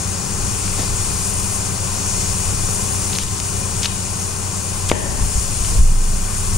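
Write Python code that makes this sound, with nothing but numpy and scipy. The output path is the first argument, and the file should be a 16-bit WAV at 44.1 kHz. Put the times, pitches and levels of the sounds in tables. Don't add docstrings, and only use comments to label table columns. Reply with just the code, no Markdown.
import sys
import numpy as np
from scipy import signal
from scipy.fft import rfft, irfft, next_fast_len
from scipy.io import wavfile
from scipy.ndimage import uniform_filter1d

SR = 44100
rng = np.random.default_rng(int(sys.argv[2]) if len(sys.argv) > 2 else 0)


def volts_from_db(level):
    exponent = np.asarray(level, float) / 20
    return 10 ** exponent


def wrap_up_sound(samples):
    columns = np.atleast_2d(samples).T
    tamed = np.clip(columns, -1, 1)
    steps = np.round(tamed * 32767).astype(np.int16)
    wavfile.write(sys.argv[1], SR, steps)


N = 289737

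# f/Hz, density/dB per Hz
RUMBLE_SPECTRUM = [(6, 1), (12, -4.5), (24, 8), (35, -9.5), (54, 1), (72, -0.5), (82, -7), (108, 1),
                   (128, -13), (150, -10), (175, -11.5), (204, -17), (214, -13), (240, -26)]
RUSH_SPECTRUM = [(110, -1), (180, -2.5), (207, -4), (226, -14), (254, -8.5), (370, -9), (396, -11.5),
                 (429, -12), (450, -13.5), (582, -13.5), (1030, -11.5), (1900, -16.5), (2470, -45),
                 (4180, -120)]
GRILLE_SPECTRUM = [(1060, -34), (1800, -6), (2150, -6), (2440, -1.5), (2840, -2), (3240, -4), (3520, -4.5),
                   (3750, -5.5), (4400, -4), (5720, -15), (9680, -120)]
LEAK_SPECTRUM = [(2470, -36), (4200, -9), (5010, -6), (5630, 0), (6080, -3), (6680, 2), (7180, 0.5),
                 (8020, -1.5), (9060, 0.5), (10700, -12.5), (15700, -26.5)]
# f/Hz, width/Hz, lift/dB
DUCT_MODES = [(1044, 79, 3), (1780, 340, -6), (283, 120, -1), (2070, 50, 6.5), (2430, 150, 4),
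              (2910, 37, 1.5), (3300, 81, -4), (3430, 130, 3), (4040, 60, 5.5), (4100, 59, -15),
              (4540, 53, 3.5), (3770, 670, -2), (4600, 50, -1), (5200, 55, -0.5), (6500, 59, 6),
              (6860, 120, 0), (7300, 82, 7), (9150, 150, 4), (12700, 250, 3), (13600, 120, 9),
              (15620, 150, 6)]
# f/Hz, level/dB rms, waver/dB
MOTOR_TONES = [(100.2, -36.5, 1.5), (123.3, -37.5, 0), (184, -39.5, 1.5), (200.6, -40.5, 0.6),
               (302.5, -56.5, 4), (398.7, -45, 0.5), (457.4, -51, -1.3), (548, -56, 4), (764, -53.0, 0),
               (15625, -56.5, 1.5)]
# f/Hz, left-right coherence/1, left-right level/dB, left lead/rad
MIC_PAIR = [(25, 1, 3, 0.74), (70, 0.98, 0, 0.76), (152, 0.89, 4, 0.69), (320, 0.43, 9, 0.43),
            (740, 0.46, 10, 0.37), (1800, 0.56, 8.5, -0.82), (4000, 0.57, 8.5, 0.068),
            (6500, 0.61, 4, -0.89), (7600, 0.64, 9, 0.8), (8300, -0.27, -1.5, 0.34),
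            (9050, -0.46, 10, 0.25), (10800, -0.43, -3, .05), (12600, -0.81, 11, .05),
            (15500, -0.58, -5, 0.12)]
# t centre/s, width/s, lift/dB
LEANS = [(0.44, 0.079, 7.5), (0.9, 0.12, 4.5), (1.42, 0.06, 4.0), (2.32, 0.11, 4.0), (3.27, 0.074, 5.5),
         (4.4, 0.3, -0.5), (4.92, 0.038, 8), (5.09, 0.12, 9.0), (5.24, 0.07, 9.0), (5.52, 0.07, 8),
         (5.37, 0.04, 5), (6.2, 0.11, 5), (5.85, 0.21, 13.5), (6.55, 0.24, 7)]
# t centre/s, width/s, lift/dB
DRAUGHTS = [(0.24, 0.055, -9), (0.442, 0.096, -1.5), (4.87, 0.06, 6.5), (6.05, 0.12, -5)]
# t/s, pressure over mean/dB, brightness/dB
LEAK_CONTROL = [(0, 0, -1.5), (0.3, -1.5, -2), (0.65, 1.5, -0.7), (0.9, 1, 0.3), (1.1, 1.5, 0),
                (1.45, 0.5, 2.5), (1.7, -0.5, -1), (2.2, 2.2, -1.2), (2.5, 0.6, 0.3), (2.8, 0, 2.5),
                (3.1, 0.6, 0), (3.5, -0.1, 0), (4.6, -0.3, -1.1), (5.4, 2.5, 0.7), (6.1, -0.3, 0.5),
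                (6.45, 0.7, 1.5), (6.57, 0, 2)]
# t/s, gain/dB
GAIN_CONTROL = [(0, -0.5), (0.4, 0.2), (0.8, 0), (1.7, 0.02), (3.15, 0.7), (3.3, -1), (3.83, -0.2),
                (3.93, -1.5), (4.85, -1.15), (4.97, 0.5), (5.35, -2.1), (5.75, -1.1), (5.85, -1), (6.1, -3),
                (6.45, -1.1), (6.57, -0.2)]
# t/s, top level/dB, frame level/dB
TABLE_BUMPS = [
    (.41, -35, -24),
    (5.214, -9, -34),
    (5.35, -12, -40),
    (5.6, -14.5, -41),
    (5.764, -6.5, -2),
    (5.782, -0.5, -35),
    (6.5, -22, -14),
]
# t/s, peak/dB, f/Hz
FIBRE_SNAPS = [(.679, -15, 2400), (.731, -17, 2600), (3.133, -10, 4000), (3.129, -14, 4000),
               (3.153, -8, 4500), (3.1605, -8, 4500), (3.1865, 1.5, 6200), (3.1865, -11, 3000),
               (3.2267, -6, 9000), (3.2342, -3, 7500), (3.2835, -15, 3500), (3.380, -23, 4000),
               (3.4012, -4, 6500), (3.445, -13, 6500), (3.8313, -6, 6000), (3.833, -8, 5500),
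               (3.8395, -17, 5000), (3.8455, -8, 3300), (3.8563, -5, 3300), (3.857, -7, 3000),
               (3.85, -8, 5500), (3.861, -10, 4000), (3.8594, -7, 4500), (4.8986, -4, 3200),
               (4.901, -13, 2200), (4.9155, -7, 3800), (4.9152, -9, 8500), (5.648, -13, 3000)]
# t start/s, length/s, level/dB, f centre/Hz, click rate/(1/s)
BLADE_TEARS = [(0.765, 0.08, -35, 1500, 2600), (0.77, 0.087, -33, 600, 2000),
               (0.764, 0.086, -31.5, 4000, 3400), (3.13, 0.045, -33, 5000, 2300),
               (3.186, 0.052, -27, 4000, 3400), (3.82, 0.049, -24, 4180, 2700),
               (3.854, 0.010, -27, 2600, 5000), (3.84, 0.03, -36, 900, 3000), (4.98, 0.22, -35, 650, 900),
               (4.888, 0.012, -22, 5200, 6000), (5.617, 0.11, -43, 2500, 3300),
               (5.706, 0.088, -44, 416, 1400), (5.16, 0.07, -37, 350, 1800),
               (6.22, 0.16, -40.5, 1180, 3600)]
# t/s, peak/dB, body f/Hz, t60/s, room tail/dB
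MEAT_SLAPS = [
    (.793, -10, 258, 0.017, -36),
    (2.689, -17, 446, 0.022, -43),
    (4.9153, 9, 490, 0.0064, -17),
    (5.04, -17, 334, 0.045, -34.5),
    (5.185, -21, 250, 0.11, -40),
    (5.222, -17, 140, 0.15, -50),
    (5.72, -22, 330, 0.04, -53),
    (5.752, -22, 456, 0.05, -44),
]
# f/Hz, width/Hz, level/dB
SHEET_MODES = [(75, 43, 6), (200, 100, 4.5), (340, 115, 3.5), (602, 91, 4), (880, 290, 3.5),
               (1310, 400, -6), (1800, 210, -0.5), (2800, 790, -4.5)]

RUMBLE_DB, RUSH_DB, GRILLE_DB, HISS_DB, BLADE_DB = -29.5, -32, -38.5, -26.5, -29
GRILLE_FOLLOWS_LEAK = 0.78
BLADE_HZ = 91.55
AIR_TOP_HZ, BRIGHT_FROM_HZ = 15740, 8300
TABLE_TOP_HZ, TABLE_TOP_T60_S, FRAME_HZ, FRAME_T60_S = 59.2, 0.24, 24.07, 1.83
TILES_T60_S, TILES_DB = 0.99, -15.5


def age(length_s):
    return np.arange(round(length_s * SR)) / SR


def add(out, t_s, piece):
    i = round(t_s * SR)
    out[..., i:i + piece.shape[-1]] += piece[..., :N - i]


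def swell(centre_s, width_s):
    return np.exp(-((np.arange(N) / SR - centre_s) / width_s) ** 2)


def swells_db(rows):
    return sum(lift_db * swell(centre_s, width_s) for centre_s, width_s, lift_db in rows)


def curves(rows):
    t_s, *columns = np.transpose(rows)
    return [np.interp(np.arange(N) / SR, t_s, c) for c in columns]


def colour(points, hz):
    at_hz, *columns = np.transpose(points)
    return [np.interp(np.log(hz), np.log(at_hz), c) for c in columns]


def drift(rate_hz):
    r = np.exp(-80 * np.pi * rate_hz / SR)
    slow = signal.lfilter([1], [1, -2 * r, r * r], rng.standard_normal(N // 40 + 502))[500:]
    return np.interp(np.arange(N) / 40, np.arange(len(slow)), slow / slow.std())


def ring(hz, t60_s, length_s):
    t = age(length_s)
    return np.sin(2 * np.pi * hz * t) * volts_from_db(-60 * t / t60_s)


def band(x, low_hz, high_hz):
    edges_hz = [low_hz, min(high_hz, .45 * SR)]
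    return signal.sosfilt(signal.butter(2, edges_hz, "band", fs=SR, output="sos"), x)


def air(spectrum, patchy_db, flicker_hz, count):
    size = next_fast_len(N)
    hz = np.maximum(np.arange(size // 2 + 1) * SR / size, 1)

    alike, tilt_db, lead_rad = colour(MIC_PAIR, hz)
    alike = np.clip(alike, -1, 1)
    first, second = rfft(rng.standard_normal((2, size)))
    left = first * volts_from_db(tilt_db / 2) * np.exp(1j * lead_rad)
    right = (alike * first + np.sqrt(1 - alike ** 2) * second) * volts_from_db(-tilt_db / 2)
    mid_power = (volts_from_db(tilt_db) + volts_from_db(-tilt_db) + 2 * alike * np.cos(lead_rad)) / 4

    level_db = colour(spectrum, hz)[0]
    for mode_hz, width_hz, lift_db in DUCT_MODES:
        level_db = level_db + lift_db / (1 + (2 * (hz - mode_hz) / width_hz) ** 2)
    standing = uniform_filter1d(rng.standard_normal(len(hz)), size=200)
    level_db = level_db + 0.98 * standing / standing.std() * (hz > 220)

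    low_hz, high_hz = spectrum[0][0], spectrum[-1][0]
    inside = (hz > low_hz) & (hz < min(high_hz, AIR_TOP_HZ))
    pair = np.array([left, right]) * inside * volts_from_db(level_db) / np.sqrt(mid_power)
    place = np.log(hz / low_hz) / np.log(high_hz / low_hz) * (count - 1)
    out, together = 0, drift(flicker_hz / 2)
    for k in range(count):
        share = np.clip(1 - abs(place - k), 0, 1)
        flicker_db = patchy_db * (0.5 * together + drift(flicker_hz))
        out = out + irfft(pair * share, size)[:, :N] * volts_from_db(flicker_db)
    return out / out.mean(0).std()


def motors():
    t, out, side = np.arange(N) / SR, 0, np.array([[.5], [-.5]])
    tones = [(BLADE_HZ, BLADE_DB + swells_db(DRAUGHTS))]
    for hz, level_db, waver_db in MOTOR_TONES:
        tones.append((hz, level_db + waver_db * drift(2.4)))
    for hz, level_db in tones:
        _, tilt_db, lead_rad = colour(MIC_PAIR, hz)
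        hunting_rad = 0.17 * drift(0.55)
        phase = 2 * np.pi * (hz * t + rng.random()) + hunting_rad + lead_rad * side
        out = out + np.sqrt(2) * np.sin(phase) * volts_from_db(level_db) * volts_from_db(tilt_db * side)
    return out


def fan_rumble():
    return volts_from_db(RUMBLE_DB + swells_db(LEANS)) * air(RUMBLE_SPECTRUM, patchy_db=1.0, flicker_hz=2.9, count=3)


def fan_rush(leak_db):
    duct = volts_from_db(RUSH_DB) * air(RUSH_SPECTRUM, patchy_db=0.16, flicker_hz=33.0, count=5)
    grille = air(GRILLE_SPECTRUM, patchy_db=0.23, flicker_hz=9.9, count=3)
    return duct + volts_from_db(GRILLE_DB + GRILLE_FOLLOWS_LEAK * leak_db) * grille


def brighten(x, lift_db):
    high_pass = signal.butter(4, BRIGHT_FROM_HZ, "high", fs=SR, output="sos")
    return x + (volts_from_db(lift_db) - 1) * signal.sosfiltfilt(high_pass, x)


def leak_hiss(leak_db, bright_db):
    jet = air(LEAK_SPECTRUM, patchy_db=0.7, flicker_hz=9.4, count=5)
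    return volts_from_db(HISS_DB + leak_db) * brighten(jet, bright_db)


def table():
    out, push = np.zeros(N), np.hanning(int(0.017 * SR))
    for t_s, top_db, frame_db in TABLE_BUMPS:
        top = 1.64 * ring(TABLE_TOP_HZ, TABLE_TOP_T60_S, .4) + 0.83 * ring(110, .12, .4)
        add(out, t_s, volts_from_db(top_db) * top)
        add(out, t_s + 0.0371, volts_from_db(frame_db) * ring(FRAME_HZ, FRAME_T60_S, 1.2))
    return -signal.fftconvolve(out, push / push.sum())[:N]


def knife():
    out = np.zeros(N)
    for t_s, peak_db, hz in FIBRE_SNAPS:
        add(out, t_s, volts_from_db(peak_db + 1.0) * band(ring(hz, 7.8 / hz, .01), 1200, 12000))
    sizes = volts_from_db(3 * np.minimum(rng.exponential(1, N), 3)) * rng.choice([-1, 1], N)
    chance = rng.random(N)
    for t_s, length_s, level_db, hz, clicks_per_s in BLADE_TEARS:
        phase = age(length_s) / length_s
        start = round(t_s * SR)
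        span = slice(start, start + len(phase))
        clicks = sizes[span] * (chance[span] < clicks_per_s / SR)
        swarm = band(clicks, hz / 1.64, hz * 1.76)
        envelope = np.sin(np.pi * phase ** 1.45) ** 0.22
        add(out, t_s, volts_from_db(level_db) * swarm / swarm.std() * envelope)
    return out


def tiles(x):
    t = age(0.93)
    envelope = volts_from_db(-60 * t / TILES_T60_S) * np.minimum(t / 0.013, 1)
    echoes = band(rng.standard_normal((2, len(t))), 940, 6000) * envelope
    echoes = echoes / np.sqrt((echoes ** 2).sum(1, keepdims=True))
    return volts_from_db(TILES_DB) * signal.fftconvolve(x[None], echoes, axes=1)[:, :N]


def slaps():
    near, far, t = np.zeros(N), np.zeros((2, N)), age(.8)
    for t_s, peak_db, hz, t60_s, tail_db in MEAT_SLAPS:
        white = rng.standard_normal((2, len(t)))
        body = volts_from_db(-1.5) * ring(hz, t60_s, .8)
        body += volts_from_db(-17) * ring(1.39 * hz, 0.75 * t60_s, .8)
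        body += volts_from_db(-19) * ring(0.52 * hz, 2.2 * t60_s, .8)
        crack = band(white[0], 610, 3700) * volts_from_db(-6.5 - 60 * t / 0.023)
        add(near, t_s, volts_from_db(peak_db) * (body + crack))
        tail = 0
        for mode_hz, width_hz, mode_db in SHEET_MODES:
            mode = band(white, mode_hz - width_hz / 2, mode_hz + width_hz / 2)
            tail = tail + volts_from_db(mode_db) * mode / np.sqrt(width_hz)
        add(far, t_s, tail / tail.std() * volts_from_db(tail_db - 60 * t / 1.05) * np.minimum(t / 0.0053, 1))
    return band(near, 72, 3800), far


def stereo(x, left_db, right_db):
    return x * volts_from_db(np.array([[left_db], [right_db]]))


def scene():
    leak_db, bright_db = curves(LEAK_CONTROL)
    steady = motors() + fan_rumble() + fan_rush(leak_db) + leak_hiss(leak_db, bright_db)
    steady = steady * volts_from_db(curves(GAIN_CONTROL)[0])
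    blade = knife()
    meat, tail = slaps()
    close = stereo(blade, 2.5, -3) + stereo(meat, 1.5, -1.8)
    far = stereo(tail + tiles(blade), 5, -2.5)
    return steady + table() + close + far


def roll_off(x):
    return signal.sosfilt(signal.butter(12, 16100, fs=SR, output="sos"), x)


def record(dry):
    t = np.arange(N) / SR
    over_db = np.maximum(20 * np.log10(abs(dry).max(0) + 1e-9) + 4.5, 0)
    held_db = np.maximum(np.maximum.accumulate(over_db + 30 * t) - 30 * t, 0)
    duck_db = signal.lfilter([.01], [1, -.99], held_db)
    mix = np.clip(dry * volts_from_db(-.6 * duck_db), -1, 1)
    return roll_off(mix)


dry = scene()
out = record(dry)
wrap_up_sound(out)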